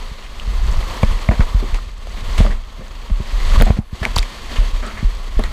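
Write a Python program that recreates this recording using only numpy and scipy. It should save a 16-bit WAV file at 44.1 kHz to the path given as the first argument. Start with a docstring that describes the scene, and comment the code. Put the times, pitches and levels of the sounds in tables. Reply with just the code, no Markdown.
"""Water rushes, churns and sprays around the legs of a rider shooting feet first down an open water slide.
The microphone rides along at arm's length or less, inside a hand-held camera's waterproof housing.
Moving air buffets the shell, water and gusts thump it, splashes break on it and drops crack against it.
The fibreglass trough booms just below, and for a moment a film of water muffles the rush and churn."""
import sys
import numpy as np
from scipy import signal
from scipy.fft import rfft, irfft, next_fast_len
from scipy.io import wavfile
from scipy.ndimage import uniform_filter1d, map_coordinates

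SR = 44100
rng = np.random.default_rng(int(sys.argv[2]) if len(sys.argv) > 2 else 0)


def put_to_file(sound):
    """Save the sound as 16-bit audio at rate SR, in the file named by the first command-line argument."""
    columns = np.atleast_2d(sound).T  # one column per channel
    safe = np.clip(columns, -1, 1)
    whole_steps = np.round(safe * 32767)
    wavfile.write(sys.argv[1], SR, whole_steps.astype(np.int16))


N = 243431


def amp(db):
    """Decibels to gain."""
    return 10 ** (np.asarray(db) / 20)


def unit(x):
    """x at rms 1."""
    return x / np.sqrt(np.mean(x ** 2) + 1e-20)


def shape(points, hz):
    """Gain of (Hz, dB) points joined on a log axis."""
    f, db = np.transpose(points)
    return amp(np.interp(np.log(hz + 1), np.log(f + 1), db))


def curve(rows):
    """(seconds, value) points joined into one value per sample."""
    return np.interp(np.arange(N) / SR, *np.transpose(rows))


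def wobble(rate):
    """A smooth random curve, rate knots a second."""
    return map_coordinates(rng.standard_normal(int(N * rate / SR) + 4), [np.arange(N) * rate / SR])


def filtered(x, response):
    """x times a response of frequency."""
    m = next_fast_len(len(x) + SR // 8)
    return irfft(rfft(x, m) * response(np.fft.rfftfreq(m, 1 / SR)), m)[:len(x)]


def resonances(modes, hz):
    """Response of (Hz, width, dB) modes on top of what passes straight through."""
    return 1 + sum(amp(db) * 1j * hz * width / (centre ** 2 - hz ** 2 + 1j * hz * width)
                   for centre, width, db in modes)


def add(track, start, sound):
    """Mix a sound into the track at start seconds."""
    room = track[max(round(start * SR), 0):][:len(sound)]
    room += sound[:len(room)]


# The trough, just under the rider. Each row: resonance in Hz, width in Hz, gain in dB.
TROUGH_MODES = [(215.2, 31.4, 4), (387, 70, -20)]

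def trough(sound):
    """Low blows and churning set the fibreglass booming."""
    return filtered(sound, lambda hz: resonances(TROUGH_MODES, hz))


# The shell around the microphone. Each row: resonance in Hz, width in Hz, gain in dB.
HOUSING_MODES = [(1110, 460, -17), (2070, 110, -8), (3230, 400, -8.5), (4470, 580, -7), (6720, 160, -8.5),
                 (8010, 510, 1.5), (10660, 550, -8), (13100, 900, -1)]

def housing(hz):
    """The colour that the plastic shell gives to the water outside."""
    return np.abs(resonances(HOUSING_MODES, hz))


def hiss(spectrum, samples=N):
    """Water noise as heard from inside the housing, at rms 1."""
    return unit(filtered(rng.standard_normal(samples), lambda hz: shape(spectrum, hz) * housing(hz)))


# Gusts right on the housing. Each row: time in seconds, level in dB.
GUSTS = [(0, -26.5), (.35, -30.5), (.52, -18.5), (.8, -17), (.95, -27.5), (1.1, -11.5), (1.3, -23.5),
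         (1.7, -18), (1.83, -31), (2.2, -27.5), (2.48, -12.5), (2.65, -33), (3.05, -31.5), (3.62, -12.5),
         (3.86, -37), (4.17, -18.5), (4.32, -44), (4.65, -16), (4.9, -30), (5.52, -19)]
# Their rumble at the microphone. Each row: frequency in Hz, relative level in dB.
BUFFET_SPECTRUM = [(10, -30), (20, 0.5), (30, 4), (48, -7), (70, -15), (120, -31), (220, -42.5), (500, -79)]

def buffet(uneven_db=2.5):
    """Eddies of air roll over the housing as slow swings of pressure."""
    eddies = signal.hilbert(filtered(rng.standard_normal(N), lambda hz: shape(BUFFET_SPECTRUM, hz)))
    power = uniform_filter1d(np.abs(eddies) ** 2, size=SR // 16)
    steady_rumble = unit(eddies.real / np.sqrt(np.abs(power) + 1e-20))
    return amp(curve(GUSTS) + uneven_db * wobble(9)) * steady_rumble


# Low thumps on the housing: quick knocks of water and slow, soft whumps of air.
# Each row: start in seconds, level in dB, first pitch in Hz.
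THUMPS = [(.115, -20.5, 125), (0.476, -11.5, 86.4), (0.726, -5, 59), (.775, -7, 70), (1.032, 2, 172),
          (1.289, 2.5, 159), (1.395, 0.5, 146), (1.405, -3, 50.3), (1.546, 0.5, 76), (1.727, -4.5, 45),
          (2.388, -1.5, 80), (2.403, 1.5, 152), (2.793, -24.5, 230), (3.105, -21, 191), (3.115, -1, 59),
          (3.203, -9.5, 124), (3.331, -5, 40), (3.572, -1, 76), (3.604, -2, 117), (3.702, 1.5, 153),
          (3.788, -4.5, 212), (3.929, -14, 151), (4.017, -10.5, 140), (4.167, -6.5, 126), (4.19, -2, 45.7),
          (4.585, 2, 40.3), (4.733, -1.5, 37.4), (5.028, -10, 200), (5.044, 0, 43), (5.369, 2, 37.3)]

def thumps(relaxed_hz=34.6, scatter_octaves=0.15, sag_s=0.0062, slow_t60=0.22, rise_cycles=0.24):
    """Each thump is a push that relaxes: a low swing whose pitch falls quickly."""
    out, t = np.zeros(N), np.arange(SR // 4) / SR
    for start, db, first_hz in THUMPS:
        last_hz = relaxed_hz * 2 ** (scatter_octaves * rng.standard_normal())
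        hz = last_hz + (first_hz - last_hz) * np.exp(-t / sag_s)
        t60 = slow_t60 / (1 + (first_hz / 158) ** 3)  # a quick push at 158 Hz lasts half as long
        swell = 1 - np.exp(-t * first_hz / rise_cycles)  # slow pushes start softly
        add(out, start, amp(db - 60 * t / t60) * swell * np.sin(2 * np.pi * np.cumsum(hz) / SR))
    return out


# Splashes on the shell. Each row: start in seconds, level in dB, length in seconds, air pocket in Hz.
SPLASH_HITS = [(1.0318, -10.5, 0.0037, 523), (1.31, -19.5, 0.016, 655), (1.404, -20.5, 0.012, 1210),
               (1.623, -26.5, 0.019, 360), (1.742, -30.5, 0.011, 2420), (2.377, -25, 0.032, 3280),
               (2.403, -18.5, 0.01, 634), (2.442, -25.5, 0.03, 596), (2.506, -31.5, .017, 1900),
               (2.803, -37.5, 0.027, 555), (3.098, -30.5, 0.0053, 594), (3.199, -29.5, 0.0082, 340),
               (3.532, -28, 0.049, 1150), (3.6, -18, 0.0042, 1500), (3.611, -8, 0.0023, 655),
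               (3.622, -7, 0.0032, 497), (3.665, -22, 0.021, 760), (3.705, -13.5, 0.0026, 570),
               (3.766, -30, 0.015, 820), (4.028, -22.5, .016, 1690), (4.06, -23, .009, 870),
               (4.17, -26, .012, 3220), (4.507, -34.5, 0.029, 645), (4.556, -29.5, 0.03, 3120),
               (4.607, -31.5, 0.012, 580), (4.824, -30.5, 0.07, 1370), (4.971, -33, 0.029, 1940),
               (5.39, -19, 0.011, 577), (5.436, -28, .014, 1930)]
# Their common colour, close up. Each row: frequency in Hz, relative level in dB.
SPLASH_SPECTRUM = [(120, 0.5), (220, 4.5), (330, -2), (520, -1), (850, -4), (1150, -6), (1550, -10.5),
                   (2200, -9.5), (2800, -19), (4500, -28.5), (9000, -38.5), (15000, -57)]

def splashes(rise_share=0.083, fall_power=0.86, pocket_db=8, pocket_octaves=0.28):
    """Water breaks in a burst coloured by the air it traps; finer jets trap less and are brighter."""
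    out, t = np.zeros(N), np.arange(SR // 5) / SR
    for start, db, length, pocket_hz in SPLASH_HITS:
        tilt_db_per_octave = 2.5 * np.log2(pocket_hz / 754)

        def colour(hz):
            octaves = np.log2(np.clip(hz, 120, 8000) / pocket_hz)
            peak_db = pocket_db * np.exp(-(octaves / pocket_octaves) ** 2)
            return shape(SPLASH_SPECTRUM, hz) * amp(tilt_db_per_octave * octaves + peak_db)

        burst = filtered(rng.standard_normal(len(t)), colour)
        burst *= (1 - np.exp(-t / (rise_share * length))) * np.exp(-(t / length) ** fall_power)
        burst_rms = np.sqrt(np.sum(burst ** 2) / (length * SR))
        add(out, start, amp(db) * burst / burst_rms)
    return out


# Drops and bubbles bursting on the shell, centimetres from the microphone.
# Each row: start in seconds, relative level in dB, ring pitch in Hz, relative snap strength in dB.
DROP_HITS = [(.398, -17, 2860, -12), (.713, -28, 7400, -20), (1.0305, -11.5, 860, -10),
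             (1.288, -8.5, 2080, -25), (1.289, -3.5, 626, -17), (1.745, -26.5, 2550, 3),
             (1.787, -22, 1200, -19), (2.071, -22.5, 640, -6), (2.381, -18, 2660, 0),
             (2.451, -12.5, 623, -27), (2.464, -16, 1150, -22), (3.56, -9.5, 1070, -26),
             (3.611, -1.5, 500, -14), (3.611, -10.5, 3600, -15), (3.6227, -8, 2300, -4.5),
             (4.052, -1.5, 2170, -11), (4.1608, -12, 7140, -1.5), (4.163, -5, 4550, -17),
             (4.165, -5, 970, -5.5), (4.1808, -13.5, 10250, 0.5), (4.1852, -2, 3630, -8),
             (4.192, -9, 4600, -8), (4.229, -14, 2180, -7), (5.395, -25.5, 10500, -5),
             (5.438, -15.5, 4000, -7.5)]
# The snap of a drop. Each row: frequency in Hz, relative level in dB.
SNAP_SPECTRUM = [(1000, 5), (5000, 4), (8000, -2.5), (12000, -13), (15500, -15)]

def drops(rise_share=0.05, snap_t60=0.0089, chirp=0.047, deep_snap_db=-26):
    """A drop snaps on the shell and its trapped air rings briefly, rising; big bubbles start softly."""
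    out, t = np.zeros(N), np.arange(SR // 20) / SR
    for start, db, ring_hz, snap_db in DROP_HITS:
        t60 = 0.0087 * (1000 / ring_hz) ** 0.46  # smaller bubbles die sooner
        t60 *= 2 ** (snap_db / deep_snap_db)  # deep ones snap faintly and ring longer
        glide = 1 + chirp * np.minimum(t / t60, 1)
        ring = np.sin(2 * np.pi * ring_hz * t * glide) * amp(-60 * t / t60)
        snap = hiss(SNAP_SPECTRUM, len(t)) * amp(snap_db - 4 - 60 * t / snap_t60)
        attack = 1 - np.exp(-(t / (rise_share * t60)) ** 2)
        add(out, start, amp(db + 3.5) * attack * (ring + snap))
    return out


def crack(start_s=3.6222, db=-13, t60=0.0059):
    """One drop hits the microphone port squarely: a very short, bright snap."""
    out, t = np.zeros(N), np.arange(SR // 20) / SR
    snap = np.diff(rng.standard_normal(len(t) + 1))
    add(out, start_s, amp(db - 60 * t / t60) * unit(snap))
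    return out


def film(on_s=3.795, off_s=3.93, edge_s=0.015, dip_db=-8.5):
    """The dip in gain as a film of water covers the microphone and is torn off again."""
    t = np.arange(N) / SR
    cover = np.clip(0.5 + np.minimum(t - on_s, off_s - t) / edge_s, 0, 1)
    return amp(dip_db * cover)


def bubbles(count, centre_hz, spread_octaves, cycles, size_db):
    """A cloud of short rising pings at rms 1; size_db makes a few large ones stand out."""
    when, pitch, size = rng.random((count, 3)).T[:, :, None]
    hz = np.minimum(centre_hz * 2 ** (spread_octaves * (2 * pitch - 1)), SR / 3)
    samples = np.arange(SR // 128)
    age = hz * samples / SR / cycles
    glide = 1 + 0.063 * np.minimum(age, 2)
    envelope = np.exp(-np.pi * age) * (1 - np.exp(-20 * age))
    gain = amp(size_db * np.minimum(-np.log(1 - size), 5))
    pings = gain * envelope * np.sin(2 * np.pi * cycles * age * glide)
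    positions = (when * N).astype(int) + samples
    return unit(np.bincount(positions.ravel(), pings.ravel(), N)[:N])


# Spray flying off the legs towards the camera. Each row: frequency in Hz, relative level in dB.
SPRAY_SPECTRUM = [(4000, -30), (7000, -9), (10500, 11.5), (13000, 4.5), (15500, -8)]

def spray(swell_db, cruise_db=-63, growth=1.1):
    """Fine spray: a high, flickering hiss that grows a little faster than the flow."""
    return amp(cruise_db + growth * swell_db + 1.7 * wobble(300)) * hiss(SPRAY_SPECTRUM)


# How deep the heels plough, a leg's length ahead. Each row: time in seconds, extra churn in dB.
HEEL_DEPTH = [(0, 0.5), (.25, -3.5), (.75, 4), (1.15, 2), (1.7, 2.5), (1.9, -3.5), (2.3, 1.5), (2.65, -1),
              (2.85, 0.5), (4.6, -2.5), (5.52, 1)]
# The water they turn over. Each row: frequency in Hz, relative level in dB.
CHURN_SPECTRUM = [(40, 4.5), (90, 8.5), (200, -6.5), (300, -3.5), (550, -2.5), (800, -3), (1100, 3),
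                  (1500, -12), (2500, -31.5)]

def churn(swell_db, cruise_db=-41.5, growth=0.77):
    """The heels plough the water into a low roar with gurgling bubbles."""
    gurgle = bubbles(count=1500, centre_hz=878, spread_octaves=1.096, cycles=8, size_db=0)
    level_db = cruise_db + growth * swell_db + curve(HEEL_DEPTH) + 0.56 * wobble(24.79)
    return amp(level_db) * (hiss(CHURN_SPECTRUM) + amp(-8) * gurgle)


# Water running round the legs, close to the camera. Each row: frequency in Hz, relative level in dB.
RUSH_SPECTRUM = [(410, -5.5), (700, -6), (757, -16), (1090, -2), (1540, -8), (1780, -3), (2340, -5.5),
                 (3230, -6), (4410, -8), (5150, -14), (6500, -14), (8210, -23), (9470, -25.5),
                 (13100, -38.5), (15500, -42)]

def rush(flow_db):
    """Fast water makes a broad hiss with small bubbles fizzing in it."""
    cloud = bubbles(count=7000, centre_hz=3130, spread_octaves=1.324, cycles=6.7, size_db=10.5)
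    fizz = unit(filtered(cloud, housing))
    return amp(flow_db + 2.32) * (hiss(RUSH_SPECTRUM) + amp(-12.5) * fizz)


# How hard the water runs past the rider, swelling in each bend of the slide.
# Each row: time in seconds, relative level in dB.
FLOW_LEVELS = [(0.0, -41), (0.3, -45), (0.46, -40), (1.04, -36), (1.62, -41.5), (1.72, -39.5),
               (1.92, -48.5), (2.42, -34.5), (2.58, -48.5), (3.14, -45), (3.56, -31.0), (3.86, -47.5),
               (4.04, -38.5), (4.46, -39.5), (4.52, -36.5), (5.24, -43.5), (5.44, -41.5), (5.52, -43)]

def water(cruise_db=-42.5):
    """Rush, churn and spray all grow with the flow and surge together a little."""
    flow_db = curve(FLOW_LEVELS)
    swell_db = flow_db - cruise_db  # against cruising down a straight stretch
    surge_db = 0.5 * wobble(26) + wobble(70)
    body = film() * (rush(flow_db) + churn(swell_db))
    return amp(surge_db) * (body + spray(swell_db))


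def scene():
    """Everything as it reaches the one microphone, riding just above the trough."""
    booming = trough(water() + buffet() + thumps() + splashes())
    return (booming + drops() + crack())[None]


def record(dry):
    """The camera rounds off the largest swings and keeps nothing above its band limit."""
    ceiling, hardness, top_hz = 0.93, 6, 15500
    rounded = dry[0] / (1 + np.abs(dry[0] / ceiling) ** hardness) ** (1 / hardness)
    return filtered(rounded, lambda hz: 1 / (1 + (hz / top_hz) ** 160))[None]


dry = scene()
out = record(dry)
put_to_file(out)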